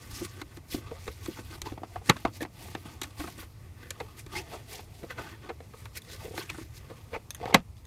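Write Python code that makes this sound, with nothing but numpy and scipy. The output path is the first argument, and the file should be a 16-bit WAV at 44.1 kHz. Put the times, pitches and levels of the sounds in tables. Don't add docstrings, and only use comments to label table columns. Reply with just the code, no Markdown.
import sys
import numpy as np
from scipy import signal
from scipy.io import wavfile
from scipy.ndimage import uniform_filter1d

SR = 44100
rng = np.random.default_rng(int(sys.argv[2]) if len(sys.argv) > 2 else 0)


def output_pcm(signal):
    pcm = np.clip(np.atleast_2d(signal).T, -1, 1) * 32767
    wavfile.write(sys.argv[1], SR, np.round(pcm).astype(np.int16))


def ratio(d):
    e = np.asarray(d, float) / 20
    return 10 ** e


N = 346626

# frequency in Hz, relative density in dB per Hz.
CABIN_SPECTRUM = [(12, -42), (20, -18), (65, 5), (96, 8), (123, -2), (216, -11.5), (285, -13.5), (600, -21),
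                  (1290, -22.5), (1610, -59.5), (2390, -13.5), (2910, -35.5), (3250, -30), (9400, -34.5),
                  (14700, -35.5), (17000, -48)]
# start in seconds, level before decay in dB.
JOLTS = [(0.13, -36), (0.741, -32), (1.086, -34), (1.628, -34), (1.715, -38), (2.095, -30), (2.249, -28.5),
         (3.194, -33.5), (7.552, -36)]
# start in seconds, level in dB ahead of a trim common to all.
TICKS = [(6.019, -41), (6.048, -46), (7.306, -25.5), (7.3473, -29.5), (7.3662, -46), (7.768, -51),
         (7.8524, -43)]
# frequency in Hz, relative level in dB, t60 in seconds.
CLIP_MODES = [(1950, -4, .011), (2600, -7, .01), (3500, 0, .012), (6400, -1, .011), (8200, -9, .007),
              (9900, -11, .007), (11700, -10, .01)]
# start in seconds, length in seconds, mid pitch in Hz, gain in dB.
SQUEAKS = [(0.139, 0.05, 5300, -47), (0.188, 0.075, 5430, -54), (0.7, 0.042, 5070, -50.5),
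           (0.711, 0.057, 3430, -49.5), (0.86, 0.023, 900, -50), (1.652, 0.056, 1010, -45),
           (2.157, 0.014, 1050, -40), (2.404, 0.033, 1800, -41.5), (4.36, 0.051, 5150, -42.5),
           (2.09, 0.0075, 2740, -37), (4.352, 0.035, 2130, -38.5), (4.374, 0.037, 2600, -42),
           (5.964, 0.027, 2318, -49), (6.094, 0.061, 3900, -51.5), (6.403, 0.022, 1105, -43),
           (6.411, 0.03, 3100, -49), (6.42, 0.022, 2210, -52), (6.491, 0.023, 2564, -39),
           (7.135, 0.027, 2445, -42), (7.156, 0.02, 2250, -43.5), (7.527, .014, 2215, -40),
           (7.533, 0.0083, 2950, -44)]
# fastest moment in seconds, speeding up in seconds, slowing down in seconds,
# surface hiss in dB, pressure as groan over hiss in dB.
STROKES = [(.19, 0.22, 0.18, -44, -7.5), (.05, 0.23, 0.076, -54, -4), (0.251, 0.037, 0.023, -39.5, -14),
           (.41, 0.56, .03, -54, -1.5), (.575, 0.26, 0.042, -61.5, 2.5), (0.736, 0.066, 0.086, -39.5, -15),
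           (.92, 0.31, 0.25, -66.5, 14), (1.075, 0.28, 0.18, -51, -27), (1.26, 0.2, 0.41, -49.5, -7),
           (1.396, 0.076, 0.018, -50.5, 3.5), (1.54, 0.13, 0.085, -48.5, -1),
           (1.666, 0.042, 0.11, -48.5, 3.5), (1.95, 0.2, 0.1, -58.5, -1), (2.08, 0.069, 0.13, -46, -6.5),
           (2.175, 0.063, 0.24, -51, -4.5), (2.37, 0.091, 0.05, -50, -5), (2.42, 0.02, 0.038, -42, -3),
           (2.618, 0.13, 0.43, -48, -5.5), (2.857, 0.023, 0.25, -53.5, 2), (3.05, 0.084, 0.26, -58.5, 1.5),
           (3.202, 0.053, 0.25, -43.5, -7), (3.405, 0.059, 0.079, -46.5, -4), (3.66, 0.28, 0.12, -70, 5),
           (3.83, 0.12, 0.37, -60, 4.5), (4.0, 0.12, 0.4, -61.5, 5), (4.188, 0.045, 0.062, -48.5, -8.5),
           (4.368, 0.084, 0.1, -42.5, 2), (4.536, 0.14, 0.15, -50, 2.5), (4.722, 0.087, 0.14, -42.5, -10),
           (4.8, 0.075, 0.062, -53.5, 4.5), (5.03, 0.32, 0.12, -57.5, -1), (5.108, 0.033, 0.048, -51, 5),
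           (5.2, 0.083, 0.26, -54.5, 8), (5.29, 0.14, 0.14, -57.5, 4), (5.439, 0.044, 0.14, -64.5, 13),
           (5.638, 0.058, 0.082, -64.5, 3), (5.8, 0.16, 0.2, -57.5, -3.5), (5.974, 0.041, 0.026, -40, -10),
           (6.135, 0.16, 0.097, -49, -5.5), (6.235, 0.12, 0.14, -51, 1), (6.387, 0.13, 0.12, -43, -4),
           (6.505, 0.085, 0.14, -52.5, 2), (6.605, 0.13, 0.11, -51.5, -6), (6.76, 0.059, 0.079, -50.5, -18),
           (6.912, 0.33, 0.16, -63.5, 5.5), (6.97, .1, 0.47, -63.5, -4), (7.149, 0.076, 0.046, -56, 7.5),
           (7.333, 0.028, 0.23, -68, -8.5), (7.5, 0.2, 0.044, -62, 15), (7.78, 0.046, 0.15, -63.5, -35.5)]
# frequency in Hz, relative density in dB per Hz.
HISS_SPECTRUM = [(1180, -47), (2000, -1.5), (3010, -4), (5160, -2), (6310, -6), (14500, -9.5), (17000, -22)]
# frequency in Hz, relative level in dB, t60 in seconds.
BLOCK_MODES = [(115, -8, .15), (172, -2, .1), (260, -4, .07), (305, -2, .08), (340, 0, .07), (445, -3, .07),
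               (475, -3, .08), (520, -6, .07), (680, -4, .06), (750, 0, .06), (820, -5, .06),
               (915, -5, .05), (1100, -6, .05), (1250, -8, .05), (1455, -6, .05), (1550, -5, .05),
               (1750, -2, .05), (2060, -5, .045), (2410, -6, .045), (2600, -10, .04), (3040, -10, .035),
               (3400, -8, .035), (3840, -8, .028), (4480, -14, .022)]
# time in seconds, low centre in Hz, middle centre in Hz.
GRIP = [(0, 288, 1240), (.8, 297, 1210), (.92, 480, 900), (1.08, 474, 1090), (1.3, 300, 1230),
        (1.67, 345, 1050), (1.72, 292, 686), (1.96, 387, 780), (2.02, 470, 800), (2.1, 201, 1990),
        (2.25, 325, 780), (2.42, 294, 724), (2.75, 330, 1020), (3.2, 270, 1000), (3.9, 440, 1760),
        (4.0, 455, 716), (4.26, 310, 1280), (4.38, 344, 830), (4.55, 428, 740), (5.03, 390, 620),
        (5.11, 483, 1760), (5.2, 352, 1410), (5.5, 380, 980), (5.6, 480, 630), (6.1, 430, 1720),
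        (6.24, 468, 700), (6.33, 456, 650), (6.38, 346, 1210), (6.62, 315, 1500), (6.9, 496, 1080),
        (7.15, 475, 980), (7.4, 495, 750), (7.52, 475, 770), (7.54, 190, 820)]
# start in seconds, thud (lowest band) in dB, ring (second band) in dB,
# hardness as slope above the ring in dB per bent octave, contact time scale in ms.
KNOCKS = [(0.21, -30.5, -48, -33, 6.1), (.414, -36.5, -40, -0.5, 4.7), (0.57, -43.5, -57.5, 2.5, 2.1),
          (0.744, -23.5, -44, -14, 0.98), (0.779, -39, -53, -14, 5.2), (0.914, -35.5, -44, -10, 0.99),
          (1.067, -43, -51, -1, 2.1), (1.076, -33, -36.5, -2, 4), (1.258, -51, -45.5, 1.5, 3.7),
          (1.282, -29.5, -67, -7, 1.2), (1.387, -37.5, -43.5, -19.5, 4), (1.617, -43.5, -45.5, 4.5, 0.88),
          (1.659, -43, -48, -4, 2), (1.72, -33.5, -45, -5, 1.3), (1.776, -43.5, -38, -12.5, 0.33),
          (1.816, -42, -53, -17, 0.9), (1.833, -42, -34, -20, 0.8), (1.957, -46, -32.5, -10.5, 3.9),
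          (2.013, -51, -49, -15, 3.1), (2.0909, -25.5, -28, -16, 1.5), (2.0947, -11, -12.5, -0.5, 3.36),
          (2.165, -62, -41, -1, 3.7), (2.25, -21.5, -19, -6.5, 1.03), (2.406, -36, -43, -0.5, 1.7),
          (2.419, -26, -62, -11, 1.1), (2.427, -49, -38, 0, 2.5), (2.449, -42, -35, -5.5, 1.2),
          (2.749, -32.5, -33, -2.5, 2.1), (2.855, -40, -63, -9, 1.9), (3.0145, -37.5, -41, 3, 5.1),
          (3.031, -47, -44.5, 3, 10.5), (3.197, -33, -39, -2.5, 8.5), (3.24, -37.5, -38, -15, 2.8),
          (3.272, -45, -40.5, -3.5, 6), (3.378, -44.5, -66, 5, 6.2), (3.424, -53, -47.5, -15, 6.7),
          (3.905, -52, -43.5, 4, 2.1), (4, -34.5, -35, -3, 6.7), (4.262, -41.5, -54, 1.5, 3.3),
          (4.532, -50, -39.5, -27, 41), (4.792, -50, -44.5, -8, 2.3), (5.03, -36.5, -46, -5, 8.7),
          (5.106, -51, -37.5, -4.5, 4.9), (5.179, -49, -35, -6.5, 29), (5.49, -35, -35, -5.5, 11),
          (5.603, -43.5, -47.5, -4, 1.4), (5.735, -49, -45, -8, 3.9), (5.854, -72, -46, -0.5, 3.5),
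          (6.096, -55, -51, -8, 1.7), (6.244, -42, -59, -6, 3.4), (6.257, -45, -58, 0, 3.4),
          (6.279, -39.5, -61, 1, 1.8), (6.306, -40, -60, -8, 5.5), (6.377, -36, -34.5, -1.5, 0.39),
          (6.497, -65, -42, 1.5, 5.3), (6.543, -48, -45, -14, 2.1), (6.58, -40.5, -45.5, -13, 6.2),
          (6.612, -39, -60, -7, 3), (6.336, -42.5, -53, -4, 4.5), (6.898, -39.5, -49, -3.5, 8.5),
          (7.13, -36.5, -38, -6.5, 2.8), (7.139, -45, -33.5, -7, 11), (7.16, -35, -36.5, -17, 0.37),
          (7.4, -49, -47, -18, 0.81), (7.412, -40, -47, -3, 0.64), (7.428, -40, -36, -18, 1),
          (7.439, -44, -32.5, -21.5, 0.84), (7.455, -33, -36, -2.5, 0.63), (7.476, -42, -33, -17, 1.2),
          (7.494, -39, -36, -15, 2.4), (7.507, -41.5, -32.5, -17.5, 0.84), (7.525, -33, -33.5, -11.5, 0.77),
          (7.539, -24.5, -26.5, -5, 2.6), (7.543, -12, -10, -1, 3.8), (7.556, -27, -23, -3.5, 3)]
BAND_EDGES_HZ = [130, 540, 1600, 2900, 4400, 12500]
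FOAM_DB = np.array([1.5, .1, -6])
# frequency in Hz, t60 in seconds.
TAIL = [(150, 0.051), (400, 0.1), (1040, 0.1), (2760, 0.039), (7280, 0.033), (14000, 0.025)]


def rms_one(x):
    return x / np.sqrt(np.mean(x ** 2) + 1e-20)


def evened(x):
    return x / np.sqrt(uniform_filter1d(x ** 2, size=SR // 5) + 1e-20)


def peak_one(blows):
    power = uniform_filter1d(blows ** 2, size=176, axis=1)
    return blows / np.sqrt(power.max(axis=1, keepdims=True))


def at_hz(points, hz):
    points_hz, values = np.transpose(points)
    return np.interp(np.log(hz), np.log(points_hz), values)


def in_time(rows, s):
    times, *columns = np.transpose(rows)
    return [np.interp(s, times, c) for c in columns]


def band(x, low_hz, high_hz):
    return signal.sosfilt(signal.butter(2, [low_hz, high_hz], "band", fs=SR, output="sos"), x)


def lay(times_s, blows):
    out = np.zeros(N + blows.shape[1])
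    for s, blow in zip(times_s, blows):
        start = round(s * SR)
        out[start:start + len(blow)] += blow
    return out[:N]


def drift(rate_hz):
    r = np.exp(-80 * np.pi * rate_hz / SR)
    noise = rng.standard_normal(N // 40 + 2002)
    slow = signal.lfilter([1], [1, -2 * r, r * r], noise)[2000:]
    return np.interp(np.arange(N) / 40, np.arange(len(slow)), rms_one(slow))


def coloured(source, spectrum, patchy_db, rate_hz):
    out = 0
    edges_hz = np.append(20 * 2 ** np.arange(0, 10, .5), 19000)
    for k, (low, high) in enumerate(zip(edges_hz, edges_hz[1:])):
        level_db = at_hz(spectrum, np.sqrt(low * high))
        gain = ratio(level_db + patchy_db * drift(rate_hz))
        out = out + gain * band(source[k % 2], low, high)
    return rms_one(out)


def grains(per_s, spread_db, shape):
    sizes = ratio(spread_db * np.minimum(rng.exponential(1, shape), 5))
    signs = rng.choice([-1, 1], shape)
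    return sizes * signs * (rng.random(shape) < per_s / SR) + 1e-9


def ringing(modes, colour_db, spread_db, t):
    hz, level_db, t60_s = np.transpose(modes)[:, :, None]
    rings = ratio(level_db - 60 * t / t60_s) * np.sin(2 * np.pi * hz * t)
    chance = rng.standard_normal((len(colour_db), 2, len(modes)))
    strength = ratio(colour_db + spread_db * chance[:, 0])
    return (strength * np.sign(chance[:, 1])) @ rings


def grip_db(hz, s, deepest_db):
    low_hz, middle_hz = in_time(GRIP, s)
    near_low = -60.0 * np.log2(hz / low_hz) ** 2
    near_middle = -20.0 * np.log2(hz / middle_hz) ** 2
    return np.maximum(np.maximum(near_low, near_middle), deepest_db)


def cabin():
    bed = coloured(rng.standard_normal((2, N)), CABIN_SPECTRUM, patchy_db=1.3, rate_hz=9)
    rumble = band(bed, 15, 150)
    lumps = ratio(2.2 * drift(14) - .6)
    return ratio(-47.5) * (bed + rumble * (lumps - 1))


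def jolts():
    s, level_db = np.transpose(JOLTS)
    t = np.arange(SR // 8) / SR
    swing = np.sin(2 * np.pi * 66.0 * t) * ratio(-60 * t / 0.12)
    return lay(s, ratio(level_db[:, None]) * swing)


def ticks():
    s, level_db = np.transpose(TICKS)
    t = np.arange(SR // 16) / SR
    fade = ratio(-60 * t / .016) + ratio(-17 - 60 * t / .07)
    crackle = rng.standard_normal((len(s), len(t))) * fade
    modes = ringing(CLIP_MODES, 0 * s[:, None], 1.07, t)
    rings = signal.fftconvolve(modes, crackle, axes=1)[:, :len(t)]
    blows = peak_one(rings) + ratio(-2) * peak_one(band(crackle, 500, 13000))
    return lay(s, ratio(level_db[:, None] - 8.5) * blows)


def squeaks():
    blur_hz, climb = 14000, .06
    s, length_s, hz, gain_db = np.transpose(SQUEAKS)[:, :, None]
    t = np.arange(SR // 10) / SR
    part = np.minimum(t / length_s, 1)
    chance = rng.standard_normal((len(s), 2, len(t)))
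    wobble = []
    for pitch_hz, (a, b) in zip(hz[:, 0], chance):
        low_pass = signal.butter(2, pitch_hz ** 2 / blur_hz / 2, fs=SR, output="sos")
        wobble.append(signal.sosfilt(low_pass, a + 1j * b))
    wobble = np.array(wobble) * np.median(hz) / hz
    unsteady = .6 + rms_one(wobble.real) + 1j * rms_one(wobble.imag)
    tone = unsteady * np.exp(2j * np.pi * hz * t * (1 + climb * (part - 1) / 2))
    return lay(s[:, 0], ratio(gain_db) * tone.real * np.sin(np.pi * part ** 0.63))


def strokes(s):
    end_db, roundness = -26, 1.18
    drag_db, drag_follows = 0.5, 0.85
    groan_under_ring_db, groan_t60_s = -12.5, 0.099
    drag_under_thud_db, drag_t60_s = -8.5, 0.16
    power = np.zeros((3, len(s)))
    for top, rise, fall, hiss_db, press_db in STROKES:
        away = np.where(s < top, (top - s) / max(rise, .005), (s - top) / max(fall, .005))
        shape = ratio(2 * end_db * np.minimum(away, 9) ** roundness)
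        over_hiss_db = np.array([[0], [press_db], [drag_db + drag_follows * press_db]])
        power += shape * ratio(2 * (hiss_db + over_hiss_db))
    for start, thud_db, ring_db, *_ in KNOCKS:
        since = np.maximum(s - start, 0)
        power[1] += (s > start) * ratio(2 * (ring_db + groan_under_ring_db - 60 * since / groan_t60_s))
        power[2] += (s > start) * ratio(2 * (thud_db + drag_under_thud_db - 60 * since / drag_t60_s))
    return np.sqrt(power)


def sliding():
    s = np.arange(N) / SR
    hiss_gain, groan_gain, drag_gain = (np.interp(s, s[::64], g) for g in strokes(s[::64]))
    fine = grains(7000, 2.2, (2, N)) * ratio(1.8 * drift(47))
    hiss = coloured(fine, HISS_SPECTRUM, patchy_db=2.2, rate_hz=20.6)
    catches = grains(1900 * ratio(2.7 * drift(57)), 2.6, N)
    groan, drag = np.zeros((2, N))
    for k, (hz, level_db, t60_s) in enumerate(BLOCK_MODES[1:]):
        r = ratio(-60 / (0.4 * t60_s * SR))
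        w = 2 * np.pi * hz / SR
        push = catches * ratio(0.49 * level_db + grip_db(hz, s, -14) + 3 * drift(12))
        ring = (-1) ** k * signal.lfilter([0, np.sin(w)], [1, -2 * r * np.cos(w), r * r], push)
        if hz < BAND_EDGES_HZ[1]:
            drag = drag + ring
        else:
            groan = groan + ring
    grit = ratio(-1.5) * rms_one(band(catches, 400, 3200))
    return hiss_gain * hiss + groan_gain * (evened(groan) + grit) + drag_gain * evened(drag)


def knocks():
    grip_lost_db, grip_full_db = -5, -25
    slope_bend = 1.275
    held_t60_s, linger_db = 0.062, -9.5
    floor_hz, floor_t60_s, floor_db = 118.6, 0.22, -14.5
    s, thud_db, ring_db, slope_db, contact_ms = np.transpose(KNOCKS)[:, :, None]
    octave = np.log2(BAND_EDGES_HZ)
    centre = (octave[:-1] + octave[1:]) / 2
    levels_db = [thud_db, ring_db]
    for c, foam_db in zip(centre[2:], FOAM_DB):
        levels_db.append(ring_db + slope_db * (c - centre[1]) ** slope_bend + foam_db)

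    t = np.arange(SR // 7) / SR
    phase = 1000 * t / np.clip(contact_ms, .3, 15)
    contact = phase * np.exp(-2 * phase)
    rattle = grains(1800, 3.8, phase.shape) * contact
    rattle[:, 20] += .45
    held = np.clip((grip_lost_db - thud_db) / (grip_lost_db - grip_full_db), 0, 1)
    damping_db = held * grip_db(np.array(BLOCK_MODES)[:, 0], s, -28)
    rings = signal.fftconvolve(ringing(BLOCK_MODES, damping_db, 2.5, t), rattle, axes=1)[:, :len(t)]

    white = rng.standard_normal(phase.shape)
    tail = 0
    edges_hz = np.geomspace(120, 17000, 9)
    for low, high in zip(edges_hz, edges_hz[1:]):
        fade = ratio(-60 * t / at_hz(TAIL, np.sqrt(low * high)))
        tail = tail + band(white, low, high) * fade * (low / 1000) ** 0.012
    crunch = tail * (1 - np.exp(-2.5 * phase)) * (1 + 3.9 * contact)
    blows = peak_one(rings) + ratio(8 - 7 * held) * peak_one(band(crunch, 466, 13000))
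    after_s = np.maximum(t - 1.8 * contact_ms / 1000, 0)
    stifled = blows * (ratio(linger_db) + ratio(-60 * after_s / held_t60_s))

    boom_gain = ratio(thud_db + floor_db - 60 * t / floor_t60_s)
    out = boom_gain * np.sin(2 * np.pi * floor_hz * t) * np.minimum(t / 0.009, 1)
    for db, low, high in zip(levels_db, BAND_EDGES_HZ, BAND_EDGES_HZ[1:]):
        part = band(band(stifled, low, high), low / 2, 1.03 * high)
        out = out + ratio(db) * peak_one(part)
    return lay(s[:, 0], out)


def scene():
    return (cabin() + jolts() + ticks() + squeaks() + sliding() + knocks())[None]


def top_cut(x):
    return signal.sosfilt(signal.butter(12, 15520, fs=SR, output="sos"), x)


def record(dry):
    from_db, share, memory_s = -42, 0.13, 0.22
    r = np.exp(-1 / (memory_s * SR))
    heard = signal.lfilter([1 - r], [1, -r], dry ** 2)
    levelled = dry * (1 + heard / ratio(2 * from_db)) ** (-share / 2)
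    rounded = levelled / (1 + (np.abs(levelled) / .97) ** 4) ** .25
    return top_cut(rounded)


dry = scene()
out = record(dry)
output_pcm(out)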